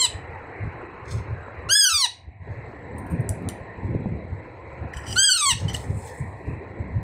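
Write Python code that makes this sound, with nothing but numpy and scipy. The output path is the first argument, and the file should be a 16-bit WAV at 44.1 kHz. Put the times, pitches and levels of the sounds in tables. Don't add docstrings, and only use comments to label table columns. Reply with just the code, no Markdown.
import sys
import numpy as np
from scipy import signal
from scipy.fft import rfft, irfft, next_fast_len
from scipy.io import wavfile
from scipy.ndimage import minimum_filter1d

SR = 44100
rng = np.random.default_rng(int(sys.argv[2]) if len(sys.argv) > 2 else 0)


def volts_from_decibels(level):
    exponent = np.asarray(level, float) / 20
    return 10 ** exponent


def wav_out(sig):
    wavfile.write(sys.argv[1], SR, np.round(np.clip(np.atleast_2d(sig).T, -1, 1) * 32767).astype(np.int16))


N = 310009

# time_s, pitch_hz
GLIDES = [
    [(0.0, 1064), (0.034, 1020), (0.06, 945), (0.075, 880)],
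    [(1.69, 1350), (1.706, 1500), (1.722, 1601), (1.774, 1720), (1.849, 1581), (1.915, 1325), (1.945, 1223),
     (2.015, 1084), (2.07, 875)],
    [(5.158, 1350), (5.175, 1490), (5.189, 1556), (5.251, 1640), (5.302, 1546), (5.351, 1427),
     (5.425, 1191), (5.493, 1061), (5.54, 823)],
]
# end_s, deepest_dip_s
SQUAWK_TIMES = [(0.075, -0.09), (2.072, 1.903), (5.541, 5.382)]
# strength_db, hoarseness_db, brightness_db_per_octave, background_loss_db, hold_after_end_s
SQUAWKS = [
    (-0.5, 5, 0.9, -7, 0.01),
    (0.14, -3, 0.34, -25, 0.32),
    (-0.3, 1.5, -0.4, -14, 0.02),
]
# time_from_end_s, level_db, breath_re_tone_db, brightness_db_per_octave
EFFORT = [(-0.383, -36, -4, -9), (-0.374, -22.5, -12, -9), (-0.36, -17.5, -22, -1.5),
          (-0.344, -14.3, -32, 0.6), (-0.225, -16, -37, 0.2), (-0.158, -23, -24, -0.4),
          (-0.024, -17.5, -24.5, -1.1), (-0.017, -26, -11, -5), (-0.006, -30, -7, -6)]
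# freq_hz, gain_db
THROATS = [
    [(1250, -12), (2450, -16), (3700, -6), (4900, -3), (5450, -10), (5800, -23), (6400, -15), (6800, -20),
     (7600, 3), (8500, -9), (9500, -21), (11000, -29), (14000, -35)],
    [(900, -14), (1700, -9), (2300, -15), (3300, -5.5), (4100, -8), (4950, -2), (5600, -10), (6200, -2.5),
     (6900, -11), (7450, -32), (8350, -2), (9500, -16), (10300, -23), (11200, -19), (12300, -35),
     (14000, -27)],
    [(900, -13), (1600, -7), (2400, -16), (3200, -3), (4100, -6), (4850, -2), (5700, -17), (6300, -3),
     (7000, -24), (7950, 3), (8700, -5), (9500, -17), (10100, -34), (11400, -25), (12500, -32),
     (14500, -29)],
]
# time_s, depth_hz, rasp_db
CATCHES = [(0.064, 40, 6), (1.748, 14, 6), (1.857, 14, 9), (1.901, 30, 12), (1.982, 10, 5), (2.064, 45, 8),
           (5.222, 12, 6), (5.302, 58, 15), (5.268, 3, 10), (5.341, 10, 9), (5.382, 24, 11), (5.422, 6, 7)]
TREMOR_PERIOD_S, TREMOR_DEPTH_HZ = .041, 11
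SHUDDER_DEPTH_HZ, SHUDDER_LEAD_S, SHUDDER_SPREAD_S = 31, .02, .04
SLIP_S, REGAIN_S = .004, .008
BEAK_OPEN_HZ, BEAK_TOP_HZ = 1630, 6000
BEAK_CLOSING_POWER = .41
TOP_CUT_HZ = 15800

# time_s, peak_db, bowl_share_db, spoon_share_db, crack_re_ring_db
TICKS = [(2.982, -33.5, -41, -2, -8), (3.065, -44, -16, -1, -16), (3.101, -46, -16, 0, -16),
         (3.107, -46, -16, 0, -16), (3.1144, -33, -32, -12, -20), (3.121, -46, -20, 0, -20),
         (3.205, -40, -21, -3.5, -6), (3.2915, -19.5, -24.5, -8.5, 12), (3.4235, -51, -17, -2, 0),
         (3.488, -16.5, -21, -13, 9), (4.9345, -39, 1.5, -7, -22), (4.9696, -34, -4, -25, -8),
         (5.1265, -35.5, 8.5, -14, -14.5), (5.682, -27, -1.5, -24, -12), (5.697, -34.5, 5, -10, -10),
         (5.7324, -27, -5, -10, -6), (5.7436, -16, -7, -22, -14), (5.7648, -26, -8, -11, 4),
         (6.0715, -38, -15, -20, 3)]
# freq_hz, level_db, t60_s
BOWL_MODES = [(1950, -4, .025), (3040, 0, 0.035), (2960, 0, 0.025), (4550, -12, 0.05), (5020, -13, 0.03),
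              (5860, -8, .06), (7600, -3, 0.03), (7960, -6, .03)]
# freq_hz, level_db, t60_s
SPOON_MODES = [(8750, 0, .045), (9000, -4, .03), (9300, -6, .02), (11740, -7, .025), (13400, -9, .025),
               (15200, -14, .02)]
DULL_CRACK_HZ, BRIGHT_CRACK_HZ = (3200, 7000), (7200, 11000)
CRACK_EDGE_DB = -24

# peak_s, level_db,
# rise_s_per_20db, fall_s_per_20db, dull_part_db
RUSTLES = [(1.055, -72, .004, .15, 12), (1.082, -63, .004, .15, 8.5), (1.113, -47, .007, 0.0753, 1.5),
           (5.686, -49, .003, .045, 5), (5.742, -43.5, .004, .05, 4), (5.81, -52.5, 0.043, 0.16, -4),
           (5.98, -54.5, 0.087, 0.23, -19), (6.08, -53, 0.11, 0.09, -3.5), (6.18, -58, 0.15, 0.15, -13),
           (6.5, -71, .2, .15, -10), (5.6, -56, .1, 0.14, 5)]
# peak_s, level_db, rise_s_per_20db, fall_s_per_20db, dull_part_db
SCRAPES = [(4.937, -61, .004, .15, 5.5), (4.975, -49.5, .015, .06, -9.5), (5.075, -49, 0.029, .1, 2.5),
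           (5.128, -43, 0.063, .04, 4), (5.158, -37, 0.015, .012, -16)]
# freq_hz, density_db_per_hz
RUSTLE_DULL = [(2500, -47), (3200, -4), (3620, -1), (3900, -9), (4250, 3), (4700, -8), (5220, 2),
               (5800, -9), (6500, 3), (7500, -40)]
SCRAPE_DULL = [(2200, -32), (3000, 12), (3500, -9), (4400, -6), (5000, 9), (5400, -8), (5800, 11),
               (6500, -16), (7500, -42)]
FRICTION_BODY = [(5500, -67), (6800, -10), (7800, -0.5), (9000, -4.5), (10300, -15.5), (12500, -55)]
FRICTION_TOP = [(9000, -52), (10500, 0), (13000, -6), (15500, 0)]
TOP_DB = -8
DULL_SLOPE, TOP_SLOPE = 0.97, 1.05

# peak_s, rumble_db, flutter_re_rumble_db, fall_s_per_20db
GUSTS = [(0.18, -36.5, -17, .2), (0.655, -26, -6.5, 0.07), (1.17, -25, -16, .12), (1.33, -23.5, -16.5, .07),
         (1.655, -34, -8, 0.1), (2.29, -32, -5, 0.12), (2.49, -34.5, -27, 0.27), (2.99, -38, 7, 0.23),
         (3.14, -37.5, 11.5, 0.12), (3.21, -30, 1.5, 0.11), (3.3, -26.5, -6.5, .07),
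         (3.459, -38, 12.5, 0.14), (3.62, -32.5, -23, 0.02), (3.85, -32, 2, 0.08), (3.95, -27, 7.5, 0.16),
         (4.13, -29.5, 4.5, 0.1), (4.33, -32.5, -7.5, 0.13), (4.84, -31.5, -6.5, 0.11),
         (4.97, -28, -22, 0.02), (5.14, -32, -3.5, 0.17), (5.54, -17.5, -9.5, 0.06),
         (5.67, -24, -7.5, 0.19), (5.905, -23, -4.5, 0.06), (5.97, -29, -8.5, .08),
         (6.23, -29.5, -5.5, .08), (6.32, -36.5, -7, 0), (6.5, -27, -4, 0.1), (6.75, -33, -5, 0),
         (6.86, -36, 4, 0.27), (6.98, -25, -9.5, 0.08)]
# freq_hz, density_db_per_hz
RUMBLE_COLOUR = [(25, -24), (50, -6.5), (75, 7), (105, 8), (140, -1.5), (180, -10.5), (260, -57),
                 (800, -100)]
FLUTTER_COLOUR = [(40, -59), (90, -32.5), (160, 3), (250, -0.5), (400, -11), (600, -19.5), (900, -60),
                  (2500, -100)]
# start_s, peak_db, freq_hz, length_cycles
BUFFETS = [(0.142, -15, 84.5, 2.2), (0.618, -11.5, 109, 4.6), (1.149, -40, 96.9, 2.5),
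           (1.3, -28, 88.8, 3.4), (1.576, -16.5, 86, 2.7), (1.92, -22, 80, 5), (2.267, -18.5, 83, 3.1),
           (2.475, -24, 113.3, 2.4), (3.132, -5.5, 129, 2.5), (3.184, -3.5, 124, 4.1), (3.292, -7, 91, 2.9),
           (3.894, -10, 121, 3.6), (3.948, -7, 121, 3.1), (3.977, -15, 146, 4.4), (4.061, -11, 185, 4.0),
           (4.15, -28, 73, 2.5), (4.314, -13, 87, 3), (4.82, -16, 119, 3.6), (5.52, -9, 90.5, 2.3),
           (5.646, -3.5, 125, 2.9), (5.89, -9.5, 102, 2.6), (5.95, -15, 124, 3.9), (6.189, -13.5, 142, 7.1),
           (6.486, -16, 83, 3.5), (6.793, -9.5, 99, 3.1)]
# start_s, peak_db, freq_hz, length_cycles
POPS = [(1.483, -12, 700, 1.2), (2.289, -30, 500, 1.2), (3.948, -1.5, 320, 1.24), (4.057, -4.5, 202, 1.2),
        (4.0575, -9, 520, 1.2)]
# start_s, peak_db, freq_hz, length_cycles
KNOCKS = [(4.9362, -14.5, 1920, 9.3), (4.969, -27, 7800, 35), (5.0, -33, 7800, 70), (5.037, -35, 5100, 50),
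          (5.087, -25, 3050, 55), (5.126, -12, 4960, 18), (5.126, -18, 3050, 15), (5.683, -23, 3040, 40),
          (5.699, -19, 3040, 30), (5.686, -28, 5860, 170), (5.744, -8, 2960, 30)]
STILL_RUMBLE_DB, STILL_FLUTTER_DB = -46, -55
GUST_RISE_RE_FALL = .8

# freq_hz, density_db_per_hz
AIR_COLOUR = [(200, -16.5), (300, -6), (490, -1.5), (600, -7), (1060, -7.5), (1150, -16.5), (1550, -17),
              (1900, -10), (2600, -20.5), (2900, -32), (3500, -47), (4100, -33), (4800, -48.5),
              (10500, -61)]
# time_s, level_db, weak_band_db
AIR_LEVEL = [(0.0, -50.5, 3.5), (1.5, -51, 4), (2.5, -51, -3), (3.6, -50.5, -0.5), (4.4, -52, -2.5),
             (5.1, -50, 2), (6, -51.5, -3), (7.03, -52, -2.5)]
# freq_hz, t60_s, level_db
WHINES = [(3380, 0.018, -84), (3925, 0.01, -76.5), (4820, .025, -93.5), (6560, .025, -90.5),
          (7700, .02, -82), (8500, .02, -98)]

# freq_hz, t60_s
ROOM_T60 = [(800, .15), (1500, .26), (2500, .3), (6000, .26), (9000, .23), (12000, .18), (15000, .12)]
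ROOM_DB, TABLE_ECHO_S, TABLE_ECHO_DB = -9, .0017, -17

# freq_hz, share
AIR_DUCK_SHARE = [(250, 0.67), (500, 0.85), (800, .42), (1400, 0.92), (2100, 0.27), (4600, .5)]
DRAUGHT_DUCK_SHARE = .45
DUCK_DELAY_S, DUCK_ATTACK_S, RECOVER_DB_PER_S = .02, .06, 280
DUCK_LOUD_FACTOR = 1.8


def chick(waver_db=3.6, jitter=.001, dip_db_per_hz=.04):
    out = np.zeros(N)
    for glide, (end_s, deepest_s), voice, throat in zip(GLIDES, SQUAWK_TIMES, SQUAWKS, THROATS):
        effort = np.array(EFFORT) + [end_s, *voice[:3]]
        fade = during(effort, fade_s=.002)
        on = fade > 0
        count = on.sum()
        t = np.flatnonzero(on) / SR
        dip_hz, rasp_db = pitch_dips(t, deepest_s)
        pitch_hz = in_time(glide)[0][on] - dip_hz
        phase = 2 * np.pi * np.cumsum(pitch_hz * (1 + jitter * drift(120, count))) / SR
        level_db, breath_db, tilt_db = (column[on] for column in in_time(effort))
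        tone, power = 0, 0
        for k in range(1, 19):
            partial_hz = k * pitch_hz
            closing = BEAK_CLOSING_POWER * np.clip((BEAK_TOP_HZ - partial_hz) / 2000, 0, 1)
            throat_db = at_hz(throat, partial_hz * (BEAK_OPEN_HZ / pitch_hz) ** closing)
            gain = volts_from_decibels(throat_db + tilt_db * np.log2(k) + waver_db * drift(22, count))
            gain = gain * (partial_hz < TOP_CUT_HZ)
            tone = tone + gain * np.cos(k * phase + rng.uniform(0, 2 * np.pi))
            power = power + gain ** 2 / 2
        tone = tone / np.sqrt(power)
        breath_colour = np.array([(550, -70), *throat]) * [1, .75]
        breath = volts_from_decibels(np.minimum(breath_db + rasp_db, -3)) * noise(breath_colour)[on]
        level = volts_from_decibels(level_db - dip_db_per_hz * dip_hz + drift(35, count)) * fade[on]
        out[on] += level * (tone + breath)
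    return out


def pitch_dips(t, deepest_s):
    shudder = np.exp(-.5 * ((t - deepest_s + SHUDDER_LEAD_S) / SHUDDER_SPREAD_S) ** 2)
    depth_hz = TREMOR_DEPTH_HZ + SHUDDER_DEPTH_HZ * shudder
    caught = np.array([np.exp(-.5 * ((t - s) / np.where(t < s, SLIP_S, REGAIN_S)) ** 2)
                       for s, *_ in CATCHES])
    _, slip_hz, rasp_db = np.transpose(CATCHES) @ caught
    return depth_hz * np.cos(2 * np.pi * (t - deepest_s) / TREMOR_PERIOD_S) + slip_hz, rasp_db


def spoon(crack_s=.0009, rattle_s=.007):
    time_s, peak_db, bowl_db, spoon_db, crack_db = np.transpose(TICKS)
    at = np.round(time_s * SR).astype(int)
    out = np.zeros(N)
    white = rng.standard_normal(N)
    for modes, band_hz, share_db in ((BOWL_MODES, DULL_CRACK_HZ, bowl_db),
                                     (SPOON_MODES, BRIGHT_CRACK_HZ, spoon_db)):
        clicks = np.full(N, 1e-18)
        clicks[at] = volts_from_decibels(peak_db + share_db + crack_db + 8.5)
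        crack = decay(clicks, crack_s) * white
        out += signal.sosfilt(signal.butter(3, band_hz, "band", fs=SR, output="sos"), crack)
        out += volts_from_decibels(CRACK_EDGE_DB) * np.diff(crack, prepend=0)
        spread_db = rng.normal(0, 3.2, (len(at), len(modes)))
        for k, (hz, level_db, t60_s) in enumerate(modes):
            clicks[at] = volts_from_decibels(peak_db + share_db + level_db - 28 + spread_db[:, k])
            out += ring(decay(clicks, rattle_s) * white, hz, t60_s)
    return out


def rustles(grain_db=2.0):
    out = np.zeros(N)
    body = noise(FRICTION_BODY) * volts_from_decibels(grain_db * drift(25))
    top = noise(FRICTION_TOP) * volts_from_decibels(grain_db * drift(25))
    for rows, colour in ((RUSTLES, RUSTLE_DULL), (SCRAPES, SCRAPE_DULL)):
        strokes = [(db, swell(s, rise, fall), dull_db) for s, db, rise, fall, dull_db in rows]
        body_level = sum(volts_from_decibels(db + shape) for db, shape, _ in strokes)
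        top_level = sum(volts_from_decibels(db + TOP_DB + TOP_SLOPE * shape) for db, shape, _ in strokes)
        dull_level = sum(volts_from_decibels(db + dull_db + DULL_SLOPE * shape) for db, shape, dull_db in strokes)
        dull = noise(colour) * volts_from_decibels(grain_db * drift(15))
        out += fill(body_level) * body + fill(top_level) * top + fill(dull_level) * dull
    return out * volts_from_decibels(.6 * grain_db * drift(90))


def draught(lumpy_db=1.5):
    shapes = [swell(s, GUST_RISE_RE_FALL * fall, fall) + db for s, db, _, fall in GUSTS]
    loss_db = DRAUGHT_DUCK_SHARE * ducking()
    rumble = fill(volts_from_decibels(STILL_RUMBLE_DB) + sum(volts_from_decibels(shape) for shape in shapes))
    flutter = fill(volts_from_decibels(STILL_FLUTTER_DB) + sum(volts_from_decibels(shape + row[2]) for shape, row in zip(shapes, GUSTS)))
    lumps = drift(15)
    flutter_lumps = 0.59 * lumps + drift(23)
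    out = rumble * volts_from_decibels(loss_db - 0.8 + lumpy_db * lumps) * noise(RUMBLE_COLOUR)
    out += flutter * volts_from_decibels(loss_db - 6 + lumpy_db * flutter_lumps) * noise(FLUTTER_COLOUR)
    for start_s, peak_db, hz, cycles in [*BUFFETS, *POPS, *KNOCKS]:
        turn = np.arange(int(cycles * SR / hz)) * hz / SR
        i = int(start_s * SR)
        window = np.sin(np.pi * turn / cycles) ** 2
        out[i:i + len(turn)] += volts_from_decibels(peak_db - 11) * window * np.sin(2 * np.pi * turn)
    return out


def air(patchy_db=3.0, high_patchy_db=2.5, whine_patchy_db=2.5):
    loss_db = ducking()
    level_db, weak_db = in_time(AIR_LEVEL)
    size = next_fast_len(N)
    spectrum = rfft(volts_from_decibels(9.5) * noise(AIR_COLOUR), size)
    out = 0
    for hz, share in bands(size, 250, 4650, count=20):
        swell_db = patchy_db * drift(3.3) if hz < 2800 else high_patchy_db * drift(20)
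        is_weak = 1150 < hz < 1700 or 2400 < hz < 3200
        gain_db = swell_db + weak_db * is_weak + at_hz(AIR_DUCK_SHARE, hz) * loss_db
        out = out + volts_from_decibels(gain_db) * irfft(spectrum * share, size)[:N]
    white = rng.standard_normal(N)
    for hz, t60_s, band_db in WHINES:
        band = rms_one(ring(ring(ring(white, hz, t60_s), hz, t60_s), hz, t60_s))
        gain_db = band_db + 52.5 + AIR_DUCK_SHARE[-1][1] * loss_db + whine_patchy_db * drift(10)
        out += volts_from_decibels(gain_db) * band
    return volts_from_decibels(level_db) * out


def room(x, onset_s=.003):
    t = np.arange(SR // 2) / SR
    white = rfft(rng.standard_normal(len(t)))
    tail = sum(irfft(white * share, len(t)) * volts_from_decibels(-60 * t / at_hz(ROOM_T60, hz))
               for hz, share in bands(len(t), 800, 15000, count=8))
    response = volts_from_decibels(ROOM_DB) * tail * (t > onset_s) / np.sqrt(np.sum(tail ** 2))
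    response[0] += 1
    response[int(TABLE_ECHO_S * SR)] += volts_from_decibels(TABLE_ECHO_DB)
    return signal.fftconvolve(x, response)[:N]


def ducking():
    rows = [(-1, 0)]
    for (end_s, _), (*_, loss_db, hold_s) in zip(SQUAWK_TIMES, SQUAWKS):
        start_s = end_s + EFFORT[0][0] + DUCK_DELAY_S
        release_s = end_s + hold_s
        loud_db = DUCK_LOUD_FACTOR * loss_db
        rows += [(start_s, 0), (start_s + DUCK_ATTACK_S, loud_db), (end_s - .12, loud_db),
                 (end_s - .05, loss_db), (release_s, loss_db),
                 (release_s - loss_db / RECOVER_DB_PER_S, 0)]
    return in_time(rows)[0]


def suppress(x, under_db=-25, gate_db=-108, reach_hz=700, from_hz=1100):
    hz, _, cells = signal.stft(x, SR, nperseg=512, noverlap=384)
    power = np.abs(cells) ** 2 + 1e-20
    strongest = -minimum_filter1d(-power, size=2 * int(reach_hz / hz[1]) + 1, axis=0)
    threshold = strongest * volts_from_decibels(2 * under_db) + volts_from_decibels(2 * gate_db)
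    keep = np.where(hz[:, None] > from_hz, power / (power + threshold), 1)
    return signal.istft(cells * keep, SR, nperseg=512, noverlap=384)[1][:N]


def in_time(rows):
    s, *columns = np.transpose(rows)
    return [np.interp(np.arange(N) / SR, s, column) for column in columns]


def during(rows, fade_s):
    t = np.arange(N) / SR
    fade_in = np.clip((t - rows[0][0]) / fade_s + 1, 0, 1)
    return fade_in * np.clip((rows[-1][0] - t) / fade_s + 1, 0, 1)


def at_hz(points, hz):
    return np.interp(np.log(hz), np.log(np.array(points)[:, 0]), np.array(points)[:, 1])


def rms_one(x):
    return x / np.sqrt(np.mean(x ** 2) + 1e-20)


def drift(rate_hz, count=N):
    r = np.exp(-32 * np.pi * rate_hz / SR)
    slow = signal.lfilter([1], [1, -2 * r, r * r], rng.standard_normal(count // 16 + 1002))[1000:]
    return np.interp(np.arange(count) / 16, np.arange(len(slow)), rms_one(slow))


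def noise(spectrum):
    size = next_fast_len(N)
    hz = np.maximum(np.fft.rfftfreq(size, 1 / SR), 1)
    return rms_one(irfft(rfft(rng.standard_normal(size)) * volts_from_decibels(at_hz(spectrum, hz)), size)[:N])


def decay(clicks, time_s):
    return signal.lfilter([1], [1, -np.exp(-1 / (time_s * SR))], clicks)


def ring(clicks, hz, t60_s):
    r, w = volts_from_decibels(-60 / (t60_s * SR)), 2 * np.pi * hz / SR
    return signal.lfilter([0, np.sin(w)], [1, -2 * r * np.cos(w), r * r], clicks + 1e-18)


def bands(size, low_hz, high_hz, count):
    hz = np.clip(np.fft.rfftfreq(size, 1 / SR), low_hz, high_hz)
    place = np.log(hz / low_hz) / np.log(high_hz / low_hz)
    shares = [np.clip(1 - abs(place * (count - 1) - k), 0, 1) for k in range(count)]
    return zip(np.geomspace(low_hz, high_hz, count), shares)


def swell(peak_s, rise_s, fall_s):
    t = np.arange(0, N + 32, 32) / SR - peak_s
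    return -20 * np.where(t < 0, -t / rise_s, t / fall_s)


def fill(coarse):
    return np.interp(np.arange(N) / 32, np.arange(len(coarse)), coarse)


def scene():
    return (room(chick() + spoon()) + rustles() + draught() + air())[None]


def band_limit(x):
    return signal.sosfilt(signal.butter(12, 16640, fs=SR, output="sos"), x)


def record(dry):
    limited = np.tanh(suppress(dry[0])[None])
    top_cut = signal.cheby2(12, 60, 1.04 * TOP_CUT_HZ, fs=SR, output="sos")
    mix = signal.sosfilt(top_cut, limited)
    return band_limit(mix)


dry = scene()
out = record(dry)
wav_out(out)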